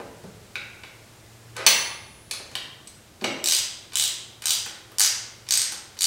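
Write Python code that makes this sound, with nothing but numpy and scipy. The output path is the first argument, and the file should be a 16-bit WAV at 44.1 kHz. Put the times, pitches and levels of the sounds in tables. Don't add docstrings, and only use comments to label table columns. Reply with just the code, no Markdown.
import sys
import numpy as np
from scipy import signal
from scipy.fft import rfft, irfft
from scipy.io import wavfile

SR = 44100
rng = np.random.default_rng(int(sys.argv[2]) if len(sys.argv) > 2 else 0)


def volts(x):
    e = np.asarray(x, float) / 20
    return 10 ** e


def master(y):
    cut = np.clip(np.atleast_2d(y).T, -1, 1)
    pcm = np.round(cut * 32767)
    wavfile.write(sys.argv[1], SR, pcm.astype(np.int16))


N = 267246


def rms_one(x):
    return x / np.sqrt(np.mean(x ** 2) + 1e-30)


def at_hz(points, hz):
    table_hz, values = np.transpose(points)
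    return np.interp(np.log(hz + 1), np.log(table_hz), values)


def coloured(spectrum):
    hz = np.arange(N // 2 + 1) * SR / N
    white = rfft(rng.standard_normal(N))
    return rms_one(irfft(white * volts(at_hz(spectrum, hz)), N))


def band(x, low_hz, high_hz):
    return signal.sosfilt(signal.butter(2, [low_hz, high_hz], "band", fs=SR, output="sos"), x)


def high_pass(x, hz):
    return signal.sosfilt(signal.butter(2, hz, "high", fs=SR, output="sos"), x)


def resonance(x, hz, width_hz):
    r = np.exp(-np.pi * width_hz / SR)
    gain = (1 - r * r) / 2
    return signal.lfilter(gain * np.array([1, 0, -1]), [1, -2 * r * np.cos(2 * np.pi * hz / SR), r * r], x)


def rattle(t, tau, even=0.6):
    fade = np.exp(-t / tau)
    spectrum = rfft(rng.standard_normal(len(t)) * fade)
    return irfft(spectrum / np.abs(spectrum) ** even, len(t)) * np.sqrt(fade)


def struck(s, db, modes):
    out, start = np.zeros(N), int(s * SR)
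    t = np.arange(min(SR, N - start)) / SR
    for hz, mode_db, t60 in modes:
        decay = volts(db + mode_db - 60 * t / t60)
        out[start:start + len(t)] += decay * np.sin(2 * np.pi * (hz * t + rng.random()))
    return out


# f/Hz, level/dB per Hz
FLOOR = [(12, -42), (20, -10), (38, -14), (110, 0), (167, -12.5), (233, -5), (275, -15), (316, -5.5),
         (523, -10.5), (584, -10), (1020, -15), (1110, -14.5), (3480, -18.5), (8040, -20.5), (15700, -31)]
# t/s, level/dB
FLOOR_LEVEL = [
    (0, -67),
    (1.6, -67),
    (2.0, -68.5),
    (3.2, -68.5),
    (6.06, -68),
]
# t/s, level/dB
RUMBLE_LEVEL = [
    (0.0, -53),
    (1.4, -62),
    (1.9, -56.5),
    (4.4, -63),
    (6.06, -63),
]
FAN_HZ, FAN_WIDTH_HZ, FAN_DB = 115.5, 2.1, -63
SURGE_START_S, SURGE_END_S, SURGE_DB, SURGE_RAMP_S = 0.75, 1.73, 8.5, 0.055


def background():
    t = np.arange(N) / SR
    hiss = coloured(FLOOR)
    hiss = hiss / np.std(band(hiss, 11500, 15500))
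    rumble = rms_one(band(rng.standard_normal(N), 53, 178))
    waver = resonance(rng.standard_normal(N), FAN_HZ, FAN_WIDTH_HZ)
    waver = rms_one(resonance(waver, FAN_HZ, FAN_WIDTH_HZ))
    fan = 0.7 * waver + np.sqrt(2) * np.sin(2 * np.pi * FAN_HZ * t)
    load = np.clip(np.minimum(t - SURGE_START_S, SURGE_END_S - t) / SURGE_RAMP_S, 0, 1)
    hiss_db = np.interp(t, *np.transpose(FLOOR_LEVEL))
    rumble_db = np.interp(t, *np.transpose(RUMBLE_LEVEL))
    return volts(hiss_db + 0.38) * hiss + volts(rumble_db) * rumble + volts(FAN_DB + SURGE_DB * load) * fan


# t/s, peak level/dB at 2-6 kHz,
# then levels/dB re peak of the thud under 800 Hz, the clack to 2 kHz and the tick to 10 kHz
KNOCKS = [(0.0004, -36.5, 13.5, 3.5, -9), (0.238, -40, 8.5, -8, -3), (0.5579, -24.5, -10.5, -7, -28),
          (0.835, -31.5, -11, 0, -24), (1.5659, -23.5, -34, -8, 2), (1.6662, -1, -32, -23, -1.5),
          (1.6726, 0.5, -26, -16, -13), (2.271, -54, -18, -15, -12), (2.3115, -15, -22.5, -18, 1.2),
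          (2.3362, -30.5, -9, 1, -11), (2.398, -45.5, 12, 3, -15), (2.751, -58, -20, -22, -5),
          (2.5144, -33, -10, -7, -4), (2.5541, -17.5, -31, -6.5, -6), (2.5676, -33.5, -4.5, 0, -17),
          (2.8762, -35.5, -26, -29, 5.5), (2.8994, -53, -17, -16, 5), (3.2127, -27, -3.5, -13, -20),
          (3.2442, -11, -5, -7, -27), (4.6628, -24, -13.5, -4.5, -5), (4.918, -38, -3, 1.5, -2.5),
          (5.7219, -24, -13, -3.5, 5)]
# t/s, peak level/dB, tick level/dB re peak
SLACK = [
    (3.921, -29, -20),
    (3.9335, -27, 1),
    (3.9412, -25, -8),
    (4.4208, -23, -0.5),
    (4.4392, -24.5, -3),
    (5.467, -32, -25),
    (5.481, -33, -12),
    (5.969, -32, -14),
    (5.976, -36, -6),
]
# t/s, peak level/dB over 10 kHz
TICKS = [(1.5648, -45), (1.664, -16), (2.312, -31), (2.3361, -34), (2.5531, -37), (2.8993, -46),
         (4.4214, -37), (4.6598, -31), (4.9167, -38), (5.7204, -31), (5.9774, -43.5)]
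SLACK_THUD_DB, SLACK_CLACK_DB = -25, -9
KNOCK_S = 0.0049


def knocks():
    out, t = np.zeros(N + SR), np.arange(SR // 8) / SR
    slack = [(s, db, SLACK_THUD_DB, SLACK_CLACK_DB, tick_db) for s, db, tick_db in SLACK]
    for s, peak_db, thud_db, clack_db, tick_db in list(KNOCKS) + slack:
        start = int(s * SR)
        parts = ((170, 800, thud_db, 3.5), (800, 2000, clack_db, 1.6),
                 (2000, 5500, 0, 1.1), (6000, 10500, tick_db, 0.7))
        for low_hz, high_hz, db, longer in parts:
            burst = rms_one(band(rattle(t, longer * KNOCK_S), low_hz, high_hz))
            out[start:start + len(t)] += volts(peak_db + db - 12) * np.sqrt(4 * longer * KNOCK_S) * burst
    for s, peak_db in TICKS:
        tick = rms_one(band(rattle(t, 0.0023), 12000, 16000))
        out[int(s * SR):][:len(t)] += volts(peak_db - 30.5) * tick
    return out[:N]


# f/Hz, level/dB, t60/s
BRACKET = [(1444, -2.5, 0.012), (1620, -18, 0.023), (2290, 3.5, 0.011), (2620, 4.5, 0.0047),
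           (2830, -6, 0.009), (3800, -2.5, 0.012)]
# (f/Hz, level/dB, t60/s)
CLANK = (-8.5, [(760, -12, 0.023), (880, -10.5, 0.034), (896, -10.5, 0.04), (1134, -8, 0.054),
         (1197, -11, 0.076), (2160, -8.5, 0.03), (2660, -3.5, .04), (3046, -5, 0.058), (3380, -6, 0.062),
         (3850, -5, .04), (4330, -6, 0.039), (4470, -3.5, .05), (5060, -30, .04), (5900, 1.5, 0.055),
         (6040, -18, 0.058), (6230, -0.5, 0.057), (7210, -4.5, 0.038), (8100, -7.5, 0.036),
         (9170, -4.5, 0.035)])
# (f/Hz, level/dB, t60/s)
TAPS = [(-24, BRACKET), (-33.5, BRACKET), (-34.5, [(188, 1.5, 0.11), (337, -2, 0.028)]),
        (-18, [(3320, -15, 0.0056), (4320, 1, 0.0077), (8000, -14, 0.011), (10300, -7, 0.0076)]),
        (-29.5, [(4600, -5, .008), (5400, -1, 0.012), (9900, 1, .01)]), (-23.5, [(3160, 8, 0.0053),
        (3730, 3, 0.0079), (8050, -13.5, 0.023)]), (-31, [(4100, -5.5, 0.0065), (5880, -5, 0.006),
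        (8130, -4.5, 0.023)]), (-34.5, [(200, 5, 0.064), (378, 5, 0.071), (570, 0, 0.029)]),
        (-24.5, [(213, 2, 0.018), (327, -5.5, 0.049), (425, -4, 0.039), (754, -1.5, 0.029),
        (2200, 5, 0.022), (2820, 8, 0.0075), (5950, -5, 0.018), (7870, -4.5, .02)]),
        (-26.5, [(1810, -1, 0.0093)]), (-19.5, [(8200, 6.5, 0.017)]), (-24, [(8410, 8.5, 0.018)]), CLANK]
TAPS_S = [0.5560, 0.836, 0.242, 2.311, 2.337, 2.5535, 2.873, 3.222, 3.242, 4.662, 5.5741, 5.6176, 1.6645]
HELD_T60 = 0.022


def ringing():
    out = np.zeros(N)
    for s, (db, modes) in zip(TAPS_S, TAPS):
        held = [(hz, mode_db, min(t60, HELD_T60 + 15 / hz)) for hz, mode_db, t60 in modes]
        out += struck(s, db, held)
    return out


# t/s, level/dB
DRAGS = [
    [(1.54, -72), (1.566, -31), (1.606, -29), (1.658, -42), (1.664, -28)],
    [(3.19, -70), (3.2, -71), (3.212, -45), (3.245, -41)],
]
# f/Hz, level/dB per Hz
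DRAG = [(120, -49), (200, -20), (522, -6.5), (1110, -12), (1270, -5.5), (5100, -21.5), (8230, -32.5),
        (12000, -68), (15600, -78), (22000, -120)]


def drags():
    t, level = np.arange(N) / SR, np.zeros(N)
    for rows in DRAGS:
        level += volts(np.interp(t, *np.transpose(rows), left=-150, right=-150))
    return volts(-7.5) * level * coloured(DRAG)


# f/Hz, level/dB, t60/s
SOCKET = [
    (10403, -36, 1.7),
    (10405.3, -40, 1.1),
    (13505, -24, .22),
    (15157, -30, .5),
    (15652, -30, .42),
]
SOCKET_STRUCK_S, SOCKET_HELD_S = 1.665, 2.311


def socket():
    free = np.arange(N) < SOCKET_HELD_S * SR
    return volts(-1.5) * struck(SOCKET_STRUCK_S, 0, SOCKET) * free


# first snap t/s, snaps, speed/teeth per s at the start, half way and at the end
STROKES = [
    (3.4417, 11, 57.8, 84.3, 45.4),
    (3.9559, 9, 66.5, 76.1, 45.5),
    (4.4568, 8, 76.7, 81.2, 60.4),
    (4.9965, 8, 106, 95, 66.1),
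    (5.5082, 7, 68.7, 56.2, 43.6),
    (6.0085, 5, 87.7, 91.7, 89),
]
# first snap level/dB, change by the last snap/dB,
# then levels/dB of the low group, the high group and the handle
GRIP = [
    (-18, -3.5, -1, 5, -21.5),
    (-18, -6.5, 7, 7.5, -21),
    (-18.5, -4, 4.5, 6, -20.5),
    (-15.5, -7.5, -5.5, -0.5, -18.5),
    (-19, -4, -13, 1, -21.5),
    (-18, -2, -0.5, -14, -25),
]
# t/s, level/dB
HALF_SNAPS = [
    (4.9844, -20),
    (5.4888, -26.5),
    (5.99, -29.5),
]
FIRST_SNAP_EXTRA_DB = 1
SNAP_SCATTER_DB = 1.76


def snap_rows():
    rows = []
    for (first_s, snaps, *speeds), (first_db, change_db, *colour) in zip(STROKES, GRIP):
        parabola = np.polyfit([0, 0.5, 1], speeds, 2)
        teeth_per_s = np.polyval(parabola, np.linspace(0, 1, snaps - 1))
        times = first_s + np.cumsum(np.append(0, 1 / teeth_per_s))
        levels = first_db + change_db * np.linspace(0, 1, snaps) ** 2
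        levels = levels + SNAP_SCATTER_DB * rng.standard_normal(snaps)
        levels[0] += FIRST_SNAP_EXTRA_DB
        opening = [(s, db) for s, db in HALF_SNAPS if 0 < first_s - s < 0.1]
        rows += [(s, db, *colour) for s, db in opening + list(zip(times, levels))]
    return rows


# f/Hz, width/Hz, level/dB
HEAD_LOW = [(2090, 230, -12.5), (3090, 530, -3.5), (3950, 314, -1.5)]
HEAD_MID = [(4670, 530, -2.5), (4960, 120, 5.5), (5920, 750, 1), (6370, 240, 1), (6660, 200, 0.5)]
HEAD_HIGH = [(7600, 600, -7.5), (8380, 600, 0.5), (8650, 2200, -8), (10200, 300, -20), (14600, 2400, -13.5)]
# f/Hz, level/dB per Hz
PAWL_CRACK = [(180, -39), (300, -68), (418, -24.5), (634, -47), (762, -14), (1530, -1), (3190, -10),
              (5900, 6.5), (8640, -2.5), (15000, -13), (16000, -9)]
CRACK_DB = -3.5
LANDING_DB, LANDING_S = -5, 0.0008


def pawl():
    out, t = np.zeros(N + SR), np.arange(SR // 25) / SR
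    crack_noise = coloured(PAWL_CRACK)
    blow = np.zeros(len(t))
    blow[int(LANDING_S * SR)] = 1
    landing = volts(LANDING_DB) * rms_one(band(blow, 3000, 9000))
    for s, snap_db, low_db, high_db, handle_db in snap_rows():
        start = int(s * SR) - 10
        snap = volts(CRACK_DB) * crack_noise[start - SR:][:len(t)] * np.exp(-t / 0.0008)
        for modes, group_db in ((HEAD_LOW, low_db), (HEAD_MID, 0), (HEAD_HIGH, high_db)):
            contact = 0.1 * rms_one(rattle(t, 0.00052))
            for k, (hz, width_hz, db) in enumerate(modes):
                sign = (-1) ** k
                snap += sign * volts(group_db + 5 + db) * resonance(contact, hz, width_hz)
        snap = rms_one(band(snap, 2330, 15600))
        snap += volts(handle_db) * rms_one(band(rattle(t, 0.0044), 700, 2400))
        snap += landing
        out[start:start + len(t)] += volts(snap_db - 12.5) * snap
    return out[:N]


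# f/Hz, t60/s
SHOP_T60 = [(150, 0.55), (500, 0.98), (1500, 0.87), (4000, 0.67), (8000, 0.51), (12000, 0.34),
            (16000, 0.28)]
SHOP_DB, SHOP_BUILD_S = -9.5, 0.0013
NEARBY_DB, NEARBY_S = -4.5, 0.0025


def workshop(x):
    t = np.arange(SR + SR // 4) / SR
    edges_hz = 60 * 2 ** np.arange(0, 8.3, 0.4)
    white = rng.standard_normal((2, len(t)))
    tail = np.zeros(len(t))
    for k, (low_hz, high_hz) in enumerate(zip(edges_hz, edges_hz[1:])):
        t60 = at_hz(SHOP_T60, np.sqrt(low_hz * high_hz))
        tail += band(white[k % 2], low_hz, high_hz) * volts(-60 * t / t60)
    tail = tail * (1 - np.exp(-t / SHOP_BUILD_S))
    nearby = rattle(t, NEARBY_S, even=0.95) * (t > 0.0008)
    echoes = volts(SHOP_DB + 10.5) * rms_one(tail) + volts(NEARBY_DB) * rms_one(nearby)
    return x + signal.fftconvolve(x, echoes / np.sqrt(len(t)))[:N]


def scene():
    near = socket()
    tool = knocks() + ringing() + drags() + 0.16 * near + pawl()
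    tool = high_pass(tool, 150)
    return (background() + workshop(tool) + near)[None]


def roll_off(x):
    return signal.sosfilt(signal.butter(12, 16990, fs=SR, output="sos"), x)


def record(dry):
    soft = 1.1 * np.tanh(dry / 1.1)
    top_cut = signal.cheby2(14, 26, 16050, fs=SR, output="sos")
    mix = signal.sosfilt(top_cut, soft)
    return roll_off(mix)


dry = scene()
out = record(dry)
master(out)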